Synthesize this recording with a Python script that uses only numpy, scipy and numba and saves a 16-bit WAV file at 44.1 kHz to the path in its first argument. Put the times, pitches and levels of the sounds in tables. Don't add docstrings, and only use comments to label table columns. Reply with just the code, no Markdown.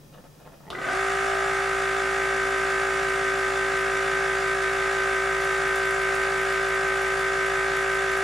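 import sys
import numpy as np
from scipy import signal
from scipy.fft import rfft, irfft, next_fast_len
from scipy.io import wavfile
from numba import njit

SR = 44100
rng = np.random.default_rng(int(sys.argv[2]) if len(sys.argv) > 2 else 0)


def volts_from_db(level):
    exponent = np.asarray(level, float) / 20
    return 10 ** exponent


def transcribe(u):
    v = np.clip(np.atleast_2d(u).T, -1, 1)
    q = np.round(v * 32767).astype(np.int16)
    wavfile.write(sys.argv[1], SR, q)


N = 362943
T = np.arange(N) / SR
STEP = 64

# pitch_hz, level_db
ROOM_TONE = [(15, -37), (25, 2), (96, -8), (152, 3), (227, -5.5), (552, -11.5), (970, -18), (1750, -26),
             (1950, -25.5), (5280, -28), (15500, -30)]
ROOM_TONE_DB = -52
# pitch_hz, level_db
TAPE_WHINE = [(150.7, -57), (570.6, -73), (1798, -74), (2466, -80), (3295, -77), (3898, -80), (4797, -77),
              (5093, -78), (5394, -78), (5696, -77), (5992, -83), (6293, -80), (6595, -78)]
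# pitch_hz, side_minus_centre_db
ROOM_WIDTH = [(60, -1), (110, -12), (200, -4), (380, -4), (700, -4), (1290, -6), (2380, -10), (4400, -7.5),
              (9500, -13.5), (15000, -32)]

# start_s, peak_db, bright_share_db
FUMBLE = [(0.026, -62, -14), (0.126, -43.5, -6), (0.145, -45, -18), (0.179, -47, -15), (0.237, -44.5, -25),
          (0.328, -55, -19.5), (0.357, -56, -15.5), (0.397, -46, -10), (0.447, -39, -20), (0.478, -50, -21),
          (0.517, -43.5, -16), (0.549, -49, -13), (0.601, -49, -18), (0.634, -44, -22)]
# pitch_hz, level_db, fade_60db_s
BASE_DULL = [(560, -2, 0.028), (700, 2, 0.023), (875, 2.5, 0.012), (1100, -3, 0.014), (1300, -2, 0.015),
             (1600, -2, 0.01)]
# pitch_hz, level_db, fade_60db_s
BASE_BRIGHT = [(2500, 1, .02), (2880, -1, 0.014), (3600, -5, .015)]
TOUCH_S = 0.035

# start_s, peak_db
PRESS = [
    (.668, -41),
    (.679, -39),
    (.686, -37),
    (.704, -30),
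    (.718, -33),
]
# pitch_hz, level_db, fade_60db_s
PRESS_MODES = [(108, -7, 0.08), (194, -3.5, 0.11), (418, -3.5, 0.056), (682, -1.5, 0.057), (850, -5, 0.043),
               (1920, -4, 0.016)]

# start_s, peak_db
SWITCH = [
    (.7025, -34),
    (.7032, -31),
    (.7041, -33),
    (.7052, -36),
    (.709, -39),
    (.7185, -44),
]
# pitch_hz, level_db, fade_60db_s
SWITCH_MODES = [(1250, 0, .012), (1600, -7, .01), (2400, -12, .005), (3500, -2, .008), (4200, -11, .004),
                (5600, -14, .004), (8500, -18, .003)]
# low_hz, high_hz, level_db, decay_s
PUFFS = [
    (2800, 4200, -35, 0.0085),
    (4500, 12500, -51, 0.004),
]

# time_s, turns_per_s
SPIN_UP = [
    (.70, 14),
    (.75, 25),
    (.85, 42),
    (.90, 49),
    (.95, 53.8),
    (1.0, 55.4),
    (1.15, 55.6),
]
FULL_SPEED = 55.3
SETTLE_DROP, SETTLE_S = .35, 1.1
BELT_HZ, BELT_SWING, BELT_CREST_S = 5.787, .18, .0836
ROLLER_HZ, ROLLER_SWING, ROLLER_CREST_S = 9.46, .07, .0803
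LOAD_POWER = 2.53
JOLT_S, JOLT_WIDTH_S, JOLT_DB = .73, .012, 8.9
HUM_HZ, HUM_DB = 120, -54.5

# order, centre_db, side_db, swell_with_speed (-1 to 1)
STRONG_ORDERS = [(1, -47, -66, 0), (3, -53, -79, 0), (5, -56, -71, 0), (7, -30, -59, 0), (10, -42, -57, .1),
                 (11, -49, -53, .2), (12, -44, -47, -.1), (13, -44, -58, .6), (14, -44, -52, .4),
                 (15, -49, -65, 0), (18, -46, -54, -.2), (21, -45, -46, .6), (22, -37, -50, -.1),
                 (23, -38, -59, -.1), (24, -41, -60, -.1), (26, -43, -60, .1), (27, -46, -50, .6),
                 (28, -31, -47, -.05), (29, -43, -51, -.2), (30, -43, -65, .7), (33, -42, -56, -.5),
                 (34, -42, -71, .2), (35, -46, -57, -.2), (36, -45, -50, -.5), (38, -46, -54, -.3),
                 (39, -48, -51, .2), (40, -44, -55, -.2), (42, -50, -50, -.5), (20, -61, -62, .2),
                 (19, -50, -69, -.2)]
TOP_ORDER = 72
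# pitch_hz, level_db
WEAK_CENTRE = [(110, -73), (220, -77), (340, -62), (440, -57.5), (1400, -54.5), (2500, -53.5),
               (3100, -59.5), (4000, -63)]
# pitch_hz, level_db
WEAK_SIDE = [(110, -78), (220, -73), (330, -63), (1000, -67), (2300, -60), (2700, -66), (3300, -82),
             (4000, -86)]
WEAK_SCATTER_DB, WEAK_SWELL = 1.5, .25
EARLY_DB_PER_SWELL = 7.0
# pitch_hz, level_db
EARLY_PANELS = [(400, -1), (530, -5), (620, -1), (830, 3.5), (950, -2), (1250, 2), (1500, 1), (1550, -3.5),
                (1650, -0.5)]
SWELL_GAIN = 1.3
PUSH_ANGLE = .36
PANEL_S, PANEL_WIDTH_S, PANEL_LIFT_DB, PANEL_REST_DB = 3, 1.5, 12, -7.5
WOBBLE_HZ, WOBBLE_DEPTH, WOBBLE_CREST_S = 1.466, .75, 1.5
SHIVER_HZ, SHIVER_DEPTH, SHIVER_CREST_S, SHIVER_S, SHIVER_WIDTH_S = 1.85, 1.05, 1.35, 1.45, .24

# angle_turns, level_db
CONTACTS = [
    (.0, 3),
    (.10, -12.5),
    (.28, -6),
    (.38, 0),
    (.51, -13),
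    (.66, -12.5),
    (.79, -30),
]
# pitch_hz, level_db per Hz
RATTLE_COLOUR = [(60, -89), (200, -86), (330, -76.5), (470, -75), (950, -77.5), (1250, -72), (1600, -65.5),
                 (2100, -67.5), (2600, -73), (3100, -82.5), (5500, -82.5), (9500, -89), (12200, -98),
                 (13200, -110)]
# pitch_hz, width_hz, level_db
RATTLE_RINGS = [(3415, 47, 4.5), (3540, 67, 8), (4540, 400, -4), (5890, 210, -2.5), (7050, 440, 3),
                (7700, 350, 2), (8400, 83, 2), (9180, 130, 8), (9870, 130, 5.5)]

# pitch_hz, level_db, fade_60db_s
KNOCK_MODES = [(384, -15, 0.058), (777, -5, 0.047), (1260, -6, 0.04), (1537, 0, 0.034), (1980, -0.5, 0.026),
               (2250, -3, 0.017), (2820, -0.5, 0.0048)]
KNOCK_ANGLE, KNOCK_UNTIL_S = .76, .935
KNOCK_DB, KNOCK_GROWS_DB_PER_S, KNOCK_SPREAD_S = -28.5, 15, 0.00595
KNOCK_PUFF_DB = -14

# start_s, peak_db
SPARKS = [(3.811, -40), (5.4094, -36), (5.4468, -34), (5.5166, -37), (5.6787, -36), (5.7581, -30),
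          (5.8548, -36), (5.9077, -32), (6.018, -35), (6.1512, -32), (6.4136, -34), (6.5263, -35),
          (6.687, -37), (6.7478, -36), (6.877, -39), (7.0182, -33), (7.0771, -40), (7.1334, -40),
          (7.1963, -36), (7.4632, -36), (7.767, -31), (7.9172, -39), (7.9451, -37), (8.1167, -34.5),
          (8.1736, -35), (8.206, -40)]
# time_s, rate_per_s
CORONA = [
    (1, 5.5),
    (5.2, 18),
    (5.5, 53),
    (8.23, 60),
]

SCAN_HZ, SCAN_DB = 15734, -81
# pitch_hz, level_db
BAND_LIMIT = [(15760, 0), (15800, -80)]


def at_hz(points, hz):
    table_hz, values = np.transpose(points)
    return np.interp(np.log(hz + 1), np.log(table_hz), values)


def colour(x, *spectra):
    size = next_fast_len(N)
    hz = np.arange(size // 2 + 1) * SR / size
    gain = volts_from_db(sum(at_hz(s, hz) for s in spectra))
    return irfft(rfft(x, size) * gain, size)[..., :N]


def band(x, low_hz, high_hz):
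    return signal.sosfilt(signal.butter(2, [low_hz, high_hz], "band", fs=SR, output="sos"), x)


def fade(clicks, decay_s):
    return signal.lfilter([1], [1, -np.exp(-1 / (decay_s * SR))], clicks)


def drift(rate_hz, count):
    r = np.exp(-2 * np.pi * rate_hz * STEP / SR)
    chance = rng.standard_normal((count, N // STEP + 502))
    slow = signal.lfilter([1], [1, -2 * r, r * r], chance)[:, 500:]
    return slow / slow.std(axis=1, keepdims=True)


def tones(lines):
    out = np.zeros(N)
    for hz, level_db in lines:
        out += np.sqrt(2) * volts_from_db(level_db) * np.sin(2 * np.pi * (hz * T + rng.random()))
    return out


def strike(events, modes, spread_db):
    at = [round(row[0] * SR) for row in events]
    peak_db = np.array(events)[:, 1]
    luck = rng.standard_normal((len(at), len(modes)))
    out = np.zeros(N)
    for (hz, level_db, t60), own in zip(modes, luck.T):
        clicks = np.full(N, 1e-18)
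        clicks[at] = volts_from_db(peak_db + level_db + spread_db * own)
        r = volts_from_db(-60 / (t60 * SR))
        w = 2 * np.pi * hz / SR
        out += signal.lfilter([0, np.sin(w)], [1, -2 * r * np.cos(w), r * r], clicks)
    return out


def room(x, t60, wet_db, side_db):
    age = np.arange(SR // 2) / SR
    tails = rng.standard_normal((2, len(age))) * volts_from_db(-60 * age / t60) * (age > .003)
    tails /= np.linalg.norm(tails[0])
    centre, side = signal.fftconvolve(x[None], tails, axes=1)[:, :N]
    return np.array([x + volts_from_db(wet_db) * centre, volts_from_db(side_db) * colour(side, ROOM_WIDTH)])


def room_tone():
    centre, side = colour(rng.standard_normal((2, N)), ROOM_TONE)
    side = colour(side, [(100, -16), (1000, -0.5), (12000, -4.5)])
    hiss = volts_from_db(ROOM_TONE_DB) * np.array([centre, side]) / centre.std()
    return hiss + tones(TAPE_WHINE) * volts_from_db([[0], [-12]])


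def fumble():
    slips = rng.random((len(FUMBLE), 16, 2))
    dull, bright = [], []
    for (start_s, peak_db, bright_db), row in zip(FUMBLE, slips):
        for late, weak in row:
            s = start_s + TOUCH_S * late ** 1.5
            level_db = peak_db - 10.5 - 10 * weak
            dull.append((s, level_db))
            bright.append((s, level_db + bright_db))
    return strike(dull, BASE_DULL, spread_db=3.0) + strike(bright, BASE_BRIGHT, spread_db=8.5)


def press():
    return volts_from_db(-1.5) * strike(PRESS, PRESS_MODES, spread_db=3.5)


def shaft():
    time_s, table_speed = np.transpose(SPIN_UP)
    lap = np.cos(2 * np.pi * BELT_HZ * (T - BELT_CREST_S))
    roll = np.cos(2 * np.pi * ROLLER_HZ * (T - ROLLER_CREST_S))
    step_s = np.arange(N // STEP + 2) * STEP / SR
    wander = np.interp(T, step_s, .04 * drift(6.0, count=1)[0])
    drag = SETTLE_DROP * (1 - np.exp(-np.maximum(T - time_s[-1], 0) / SETTLE_S))
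    mean = np.interp(T, time_s, table_speed) - drag
    speed = mean + BELT_SWING * lap + ROLLER_SWING * roll + wander
    jolt = volts_from_db(JOLT_DB * np.exp(-((T - JOLT_S) / JOLT_WIDTH_S) ** 2))
    load = (mean / FULL_SPEED) ** LOAD_POWER * jolt * (T > time_s[0])
    return speed, np.cumsum(speed) / SR, load, lap


def mains_hum():
    return (T > SPIN_UP[0][0]) * tones([(HUM_HZ, HUM_DB)]) * volts_from_db([[0], [-16]])


def housing():
    order = np.arange(1, TOP_ORDER + 1)
    centre_luck, side_luck, swell_luck = rng.standard_normal((3, TOP_ORDER))
    centre_db = at_hz(WEAK_CENTRE, order * FULL_SPEED) + WEAK_SCATTER_DB * centre_luck
    side_db = at_hz(WEAK_SIDE, order * FULL_SPEED) + WEAK_SCATTER_DB * side_luck
    rows = np.array([centre_db, side_db, WEAK_SWELL * swell_luck * (order > 8)])
    for k, *row in STRONG_ORDERS:
        rows[:, k - 1] = row
    return order, *rows


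@njit
def add_orders(out, spin, gains, step):
    for i in range(len(spin)):
        j, share, z = i // step, (i % step) / step, spin[i]
        for k in range(gains.shape[2]):
            for c in range(2):
                gain = gains[c, j, k] * (1 - share) + gains[c, j + 1, k] * share
                out[c, i] += (z * gain).real
            z *= spin[i]


def order_flutter(order, lap, pick, flutter=.025, flutter_rise=.0034):
    chance = drift(11.0, count=4 * len(order)).reshape(2, 2, len(order), -1)
    shake = np.swapaxes(chance[0] + 1j * chance[1], 1, 2) * (flutter + flutter_rise * order)
    shake[0, :, order == 7] *= .25
    shake[0, :, order == 28] *= .5
    early = np.exp(-np.maximum(T[pick] - 1.5, 0) / 1.2)
    dip = np.clip(.36 + .2 * drift(2.5, count=1)[0] + .45 * early, 0, .8)
    shake[0, :, 27] += .07 - np.maximum(lap[pick], 0) ** 4 * dip
    shake[1] *= 2.6
    return shake


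def whine(speed, turns, lap):
    order, centre_db, side_db, swell = housing()
    pick = np.minimum(np.arange(N // STEP + 2) * STEP, N - 1)
    now = T[pick, None]
    reached = order * np.minimum(speed[pick, None] / FULL_SPEED * 1.02, 1)
    shake = order_flutter(order, lap, pick)

    smear = np.where(order < 36, .11 * order, 1.2) * rng.standard_normal(len(order))
    phase = np.exp(1j * np.cumsum(smear - 2 * np.pi * PUSH_ANGLE))
    across = 1j * rng.choice([-1, 1], len(order))

    settling = np.exp(-np.maximum(now - 1.3, 0) / 1.0)
    early_db = EARLY_DB_PER_SWELL * swell + at_hz(EARLY_PANELS, order * FULL_SPEED)
    lap_swell = SWELL_GAIN * swell * lap[pick, None] * (1 - 0.43 * settling)
    panel_db = PANEL_REST_DB + PANEL_LIFT_DB * np.exp(-((now - PANEL_S) / PANEL_WIDTH_S) ** 4)
    life = volts_from_db((order == 5) * panel_db) * (volts_from_db(early_db * settling) + lap_swell + shake)
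    life[:, :, 14] *= 1 + WOBBLE_DEPTH * np.cos(2 * np.pi * WOBBLE_HZ * (T[pick] - WOBBLE_CREST_S))
    beat = 2j * np.pi * SHIVER_HZ * (now - SHIVER_CREST_S)
    life[:, :, 10:12] += SHIVER_DEPTH * np.exp(beat - ((now - SHIVER_S) / SHIVER_WIDTH_S) ** 4)

    centre = volts_from_db(np.interp(reached, order, centre_db))
    side = across * volts_from_db(np.interp(reached, order, side_db))
    gains = np.sqrt(2) * np.array([centre, side]) * life * phase
    out = np.zeros((2, N))
    add_orders(out, np.exp(2j * np.pi * turns), gains, STEP)
    return out


def rattle(turns, lap, steady=0.92, tick_s=.0017, luck_db=-2.0, ring_db=-3.5):
    ticks = np.zeros(N)
    for angle, level_db in CONTACTS:
        at = np.flatnonzero(np.diff(np.floor(turns - angle)))
        ticks[at] = volts_from_db(level_db + luck_db * rng.standard_normal(len(at)))
    gate = steady + fade(ticks, tick_s) * (1 + 0.026 * lap)
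    noise = gate * rng.standard_normal(N)
    noise = colour(noise / noise.std() * np.sqrt(SR / 2), RATTLE_COLOUR)
    out = noise.copy()
    for hz, width_hz, level_db in RATTLE_RINGS:
        r = np.exp(-np.pi * width_hz / SR)
        top = np.array([1, 0, -1]) * (1 - r * r) / 2
        bottom = [1, -2 * r * np.cos(2 * np.pi * hz / SR), r * r]
        out += volts_from_db(ring_db + level_db) * signal.lfilter(top, bottom, noise)
    return out


def crack(times):
    clicks = np.full(N, 1e-18)
    clicks[(np.asarray(times) * SR).astype(int)] = 1
    out = np.zeros(N)
    for low_hz, high_hz, level_db, decay_s in PUFFS:
        burst = fade(clicks, decay_s) * rng.standard_normal(N)
        out += volts_from_db(level_db + 11) * band(burst, low_hz, high_hz)
    return out


def switch():
    return crack([SWITCH[0][0]]) + volts_from_db(-3) * strike(SWITCH, SWITCH_MODES, spread_db=1.5)


def knocks(turns):
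    at = np.flatnonzero(np.diff(np.floor(turns - KNOCK_ANGLE))) / SR
    at = at[(at > JOLT_S) & (at < KNOCK_UNTIL_S)]
    hits = []
    for s, row in zip(at, rng.random((len(at), 4))):
        level_db = KNOCK_DB + KNOCK_GROWS_DB_PER_S * (s - JOLT_S)
        hits += [(s + KNOCK_SPREAD_S * (late - .3), level_db) for late in row]
    body = band(strike(hits, KNOCK_MODES, spread_db=5.0), 180, 2550) * volts_from_db(-7.5)
    return body + volts_from_db(KNOCK_PUFF_DB) * crack(at)


def crackle(burst_s=.0022):
    faint = rng.random(N) < np.interp(T, *np.transpose(CORONA), left=0) / SR
    clicks = faint * volts_from_db(-54 + 3.5 * rng.exponential(1, N).clip(0, 4))
    for s, peak_db in SPARKS:
        clicks[round(s * SR)] = volts_from_db(peak_db + 3.5)
    bursts = fade(clicks, burst_s) * rng.standard_normal(N)
    return band(bursts, 8400, 11900) + volts_from_db(-17) * band(bursts, 12000, 16000)


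def scene():
    speed, turns, load, lap = shaft()
    orders = load * whine(speed, turns, lap)
    hits = band(press() + switch() + knocks(turns), 100, 12000)
    near = fumble() + hits + load ** 0.86 * rattle(turns, lap) + crackle()
    in_room = room(near, t60=0.2, wet_db=-3.5, side_db=-1)
    centre, side = room_tone() + in_room + mains_hum() + orders
    return np.array([volts_from_db(-0.28) * (centre + side), volts_from_db(-0.15) * (centre - side)])


def roll_off(x):
    return signal.sosfilt(signal.butter(12, 16290, fs=SR, output="sos"), x)


def record(dry):
    mix = colour(dry + tones([(SCAN_HZ, SCAN_DB)]), BAND_LIMIT)
    return roll_off(mix)


dry = scene()
out = record(dry)
transcribe(out)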